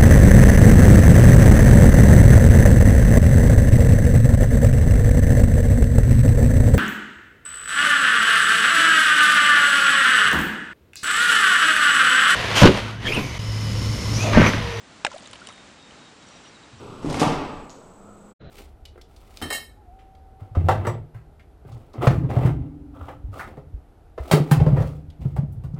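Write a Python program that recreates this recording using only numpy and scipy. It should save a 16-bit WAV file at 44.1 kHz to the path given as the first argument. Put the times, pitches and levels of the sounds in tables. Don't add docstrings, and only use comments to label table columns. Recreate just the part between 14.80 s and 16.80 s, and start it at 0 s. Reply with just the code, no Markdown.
import sys
import numpy as np
from scipy import signal
from scipy.fft import rfft, irfft
from scipy.io import wavfile
from scipy.ndimage import uniform_filter1d

SR = 44100
rng = np.random.default_rng(int(sys.argv[2]) if len(sys.argv) > 2 else 0)


def unload_audio(sound):
    columns = np.transpose(np.atleast_2d(sound))
    steps = np.round(np.clip(columns, -1, 1) * 32767)
    wavfile.write(sys.argv[1], SR, steps.astype(np.int16))


N = 88200

# frequency_hz, density_db
HUSH_SPECTRUM = [(20, -30), (50, -5), (100, -3.5), (170, -0.5), (260, 1.5), (380, -3.5), (700, -4),
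                 (1300, -6), (2500, -10), (3800, -11), (5000, -14.5), (7500, -18), (9000, -24),
                 (10000, -30.5)]
# start_s, pitch_hz, level_db, t60_s
LOW_BUMPS = [(0.404, 181, -41, 0.083), (.5, 106, -44, 0.1), (.53, 65.6, -53, 0.27), (1.121, 70, -53, 0.22),
             (1.805, 177, -46.5, 0.16), (1.932, 119.6, -36.5, 0.13), (1.933, 225, -41.5, 0.069),
             (1.968, 91, -41, 0.13)]
# start_s, length_s, centre_hz, spread_octaves, level_db
SHORE_SCUFFS = [(1.48, 0.013, 7500, 0.53, -53), (1.485, 0.012, 3400, 3.7, -50),
                (1.646, 0.029, 2900, .9, -53)]
# start_s, length_s, from_hz, to_hz, level_db
BIRD_NOTES = [(0.655, 0.19, 3810, 3697, -54.5), (0.977, .14, 3780, 3716, -55),
              (1.186, 0.117, 3815, 3745, -54.5), (1.41, 0.059, 3870, 3770, -59),
              (1.53, 0.059, 3920, 3750, -57), (1.644, .04, 4050, 3770, -58),
              (1.732, 0.049, 4210, 3770, -54.5), (1.821, 0.03, 4070, 3760, -55),
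              (1.912, 0.048, 4000, 3780, -57), (1.468, 0.022, 5750, 5780, -55.5),
              (1.505, 0.026, 5770, 5790, -54), (1.532, 0.051, 5760, 5765, -57),
              (1.633, 0.026, 5780, 5730, -57.5), (1.668, 0.035, 5760, 5760, -54),
              (1.976, .04, 5770, 5770, -59)]
# frequency_hz, density_db
SHEET_SPECTRUM = [(100, -17), (500, -2), (1200, -7), (2800, 3.5), (4200, -2), (7000, -2), (10000, -30)]
# start_s, ring_hz, ring_db, glide_octaves_per_s, pulse_db, splat_db, fizz_db
FALLING_DROPS = [(.308, 2160, -40, 5, -48, -50, -52), (0.3162, 5900, -43, 12, -41, -50, -44.5),
                 (.3345, 3420, -44, 15, -44, -48, -53), (0.3811, 3700, -34.5, 0, -39, -48, -42.5),
                 (.384, 2970, -40, 10, -48, -57, -56), (0.4423, 2950, -45, 0, -47, -51, -56),
                 (0.4596, 3600, -32.5, 35, -39, -44, -48), (0.473, 6270, -37, 45, -42, -47, -47),
                 (0.475, 7000, -40, 10, -45, -52, -54), (.512, 9170, -44, 3, -42, -46, -44),
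                 (0.532, 3010, -30.5, -2, -27, -38, -45), (0.534, 3600, -40, 0, -33, -41, -48),
                 (0.5563, 2670, -33.5, 89, -42, -41, -54), (.600, 4500, -44, 10, -48, -56, -57),
                 (0.6508, 3280, -41, 8, -48, -50, -54), (0.6715, 2970, -30, 2, -26, -45, -34),
                 (0.688, 5800, -34.5, 0, -31, -38, -50), (.6955, 2080, -40.5, 12, -45, -47, -52),
                 (.7252, 3000, -45, 10, -45, -50, -45.5), (.779, 2040, -42, 10, -50, -50, -55),
                 (1.109, 3020, -39, 0, -50, -53, -54)]
# frequency_hz, density_db
SPLAT_SPECTRUM = [(300, -15), (1100, -3), (3200, 1.5), (4500, -4.5), (7000, -20)]
# frequency_hz, density_db
FIZZ_SPECTRUM = [(1200, -21), (4000, -8), (6000, -2), (8000, 3.5), (9400, 7), (10200, -12)]
# start_s, pitch_hz, level_db, t60_s, rise_s, glide_octaves_per_s
LATE_BUBBLES = [(0.3155, 1010, -34.5, 0.047, 0.00053, 1.5), (0.315, 1380, -37.5, 0.037, 0.00055, 0),
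                (.327, 950, -37.5, 0.052, 0.0017, -19), (.336, 1416, -41.5, 0.072, 0.0017, -18),
                (.426, 605, -32.5, 0.02, 0.0009, -1), (.535, 1020, -37.5, 0.025, 0.00081, -6),
                (.6168, 1394, -33, 0.04, 0.00059, 6), (0.688, 1060, -34, 0.03, 0.00072, -7),
                (0.702, 1240, -35, 0.043, 0.0024, 10)]
# start_s, length_s, pitch_hz, level_db, glide_octaves_per_s
CRATER_GULPS = [(0.3396, 0.015, 547, -32.5, 11), (0.3593, 0.0099, 591, -32, 37)]
# start_s, pitch_hz, level_db, t60_s
TRAPPED_BUBBLES = [(.24871, 2630, -16.5, .02), (.24881, 3790, -24, .011), (.24882, 5660, -24.5, .010),
                   (.24901, 8230, -23.5, .013), (.24951, 1150, -6, .0022), (.25061, 2395, -15.5, .0095),
                   (.25601, 3940, -29, .012), (.25631, 5610, -30, .011), (.25701, 2210, -32, .02),
                   (.26551, 5790, -25, .006), (.26561, 1716, -13, .014), (.26651, 2926, -21, .016),
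                   (.26741, 2466, -20.5, .013), (.26841, 1502, -26, .022), (.26901, 7210, -29, .008),
                   (.27601, 3810, -40, .015), (.27851, 2110, -38, .02)]
# start_s, level_db, t60_s
POCKET_SURGES = [(0.2491, -11.4, 0.024), (0.255, -28, 0.021), (0.2658, -23, 0.028), (0.2775, -32, .045)]
# start_s, pulse_db, spray_db, spray_t60_s, slap_db
SPLASH_BLOWS = [(0.24873, -3.5, -23, 0.023, -27), (0.2655, -26, -29, 0.024, -28)]
# frequency_hz, density_db
SPRAY_SPECTRUM = [(40, -6), (150, -0.5), (400, -9.5), (700, -12), (1300, -1), (2800, 1.5), (4200, -2.5),
                  (6000, -3), (8200, -2.5), (10000, -15.5)]
# frequency_hz, density_db
SLAP_SPECTRUM = [(400, -20), (1050, -1), (1800, 0), (3200, -2), (4200, -14), (7000, -33)]


def undb(db):
    return 10 ** (np.asarray(db) / 20)


def since(start):
    return np.maximum(np.arange(N) / SR - start, 0)


def envelope(start, rise, t60):
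    t = since(start)
    return (1 - np.exp(-t / rise)) * np.exp(-np.minimum(np.log(1000) * t / t60, 50))


def noise(spectrum):
    hz, db = np.array(spectrum, float).T
    bins_hz = np.maximum(np.arange(N // 2 + 1) * SR / N, 1)
    gain = undb(np.interp(np.log(bins_hz), np.log(hz), db))
    shaped = irfft(rfft(rng.standard_normal(N)) * gain, N)
    return shaped / shaped.std()


def waver(rate_hz):
    hold = int(SR / rate_hz)
    steps = np.repeat(rng.standard_normal(N // hold + 1), hold)
    ramps = uniform_filter1d(steps, hold)[:N]
    return ramps / ramps.std()


def tone(hz):
    return np.sin(2 * np.pi * np.cumsum(hz) / SR)


def ring(start, hz, db, t60, rise, glide=0):
    t = since(start)
    pitch = hz * 2 ** (glide * np.minimum(t, t60)) * (t > 0)
    return undb(db) * envelope(start, rise, t60) * tone(pitch)


def pulse(start, half_width_s, rebound=0.56):
    u = (np.arange(N) / SR - start) / half_width_s
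    return (rebound * u ** 2 - 1) * np.exp(-u ** 2 / 2)


def background(hush_db=-49, waver_db=0.85, whine_db=-66.5, whine_hz=7620, waver_hz=27.8):
    hush = undb(hush_db + waver_db * waver(8.34)) * noise(HUSH_SPECTRUM)
    whine = undb(whine_db) * tone(whine_hz + waver_hz * waver(60))
    bumps = sum(ring(*bump, rise=0.0025) for bump in LOW_BUMPS)
    return hush + whine + bumps


def scuffs(grit_db=3):
    out, grit = np.zeros(N), undb(grit_db * waver(700))
    for start, length, hz, octaves, db in SHORE_SCUFFS:
        band = noise([(hz / 2 ** octaves, -30), (hz, 0), (hz * 2 ** octaves, -30)])
        swell = np.sin(np.pi * np.minimum(since(start) / length, 1))
        out += undb(db) * swell * band
    return out * grit


def birds(waver_hz=10, flutter_db=2):
    out, drift_hz = np.zeros(N), waver_hz * waver(60.1)
    for start, length, from_hz, to_hz, db in BIRD_NOTES:
        progress = np.minimum(since(start) / length, 1)
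        hz = to_hz + (from_hz - to_hz) * (1 - progress) ** 2 + drift_hz
        swell = np.sqrt(np.abs(np.sin(np.pi * progress)))
        out += undb(db) * swell * tone(hz)
    return out * undb(flutter_db * waver(49.57))


def tearing_sheet(level_db=-47.5, patter_db=4):
    patter = undb(level_db + patter_db * waver(600))
    return patter * envelope(start=0.296, rise=0.011, t60=0.38) * noise(SHEET_SPECTRUM)


def mist(count=200, start_s=0.33, mean_delay_s=0.15, low_hz=1410, high_hz=9450, t60_s=0.0043):
    out, t = np.zeros(N), np.arange(2048) / SR
    decay = np.exp(-np.log(1000) * t / t60_s)
    for when, pitch, size in rng.random((count, 3)):
        onset = int((start_s - mean_delay_s * np.log(1 - when)) * SR)
        hz = low_hz * (high_hz / low_hz) ** pitch
        level_db = -48 + 8 * size
        if onset + len(t) < N:
            out[onset:onset + len(t)] += undb(level_db) * decay * np.sin(2 * np.pi * hz * t)
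    return out


def drops(rise_s=0.00016):
    out, splat, fizz = np.zeros(N), noise(SPLAT_SPECTRUM), noise(FIZZ_SPECTRUM)
    for start, hz, ring_db, glide, pulse_db, splat_db, fizz_db in FALLING_DROPS:
        out += undb(pulse_db) * pulse(start, half_width_s=0.000036)
        out += undb(fizz_db) * envelope(start, rise_s, t60=0.010) * fizz
        out += undb(splat_db) * envelope(start, rise_s, t60=0.025) * splat
        out += ring(start, hz, ring_db, t60=0.014, rise=rise_s, glide=glide)
    return out


def late_bubbles():
    return sum(ring(*bubble) for bubble in LATE_BUBBLES)


def gulps():
    out = np.zeros(N)
    for start, length, hz, db, glide in CRATER_GULPS:
        t = np.minimum(since(start), length)
        pitch = hz * 2 ** (glide * t) * (t > 0)
        out += undb(db) * np.sin(np.pi * t / length) * tone(pitch)
    return out


def trapped_bubbles():
    return sum(ring(*bubble, rise=0.00035, glide=-19.5) for bubble in TRAPPED_BUBBLES)


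def air_pocket(entry_hz=945, end_hz=489, sink_s=0.018, rise_s=0.00047):
    t = since(POCKET_SURGES[0][0])
    hz = end_hz + (entry_hz - end_hz) * np.exp(-t / sink_s)
    strength = sum(undb(db) * envelope(start, rise_s, t60) for start, db, t60 in POCKET_SURGES)
    return -strength * tone(hz * (t > 0))


def blows():
    out = np.zeros(N)
    for start, pulse_db, spray_db, spray_t60, slap_db in SPLASH_BLOWS:
        out += undb(pulse_db) * pulse(start, half_width_s=0.000068)
        out += undb(spray_db) * envelope(start, rise=0.00013, t60=spray_t60) * noise(SPRAY_SPECTRUM)
        out += undb(slap_db) * envelope(start, rise=0.00072, t60=0.023) * noise(SLAP_SPECTRUM)
    return out


def scene():
    splash = blows() + air_pocket() + trapped_bubbles()
    aftermath = gulps() + late_bubbles() + drops() + tearing_sheet() + mist()
    surroundings = scuffs() + birds() + background()
    return (splash + aftermath + surroundings)[None]


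def record(dry, cutoff_hz=10180):
    lowpass = signal.ellip(10, 0.2, 65, cutoff_hz, fs=SR, output="sos")
    return signal.sosfilt(lowpass, dry)


dry = scene()
out = record(dry)
unload_audio(out)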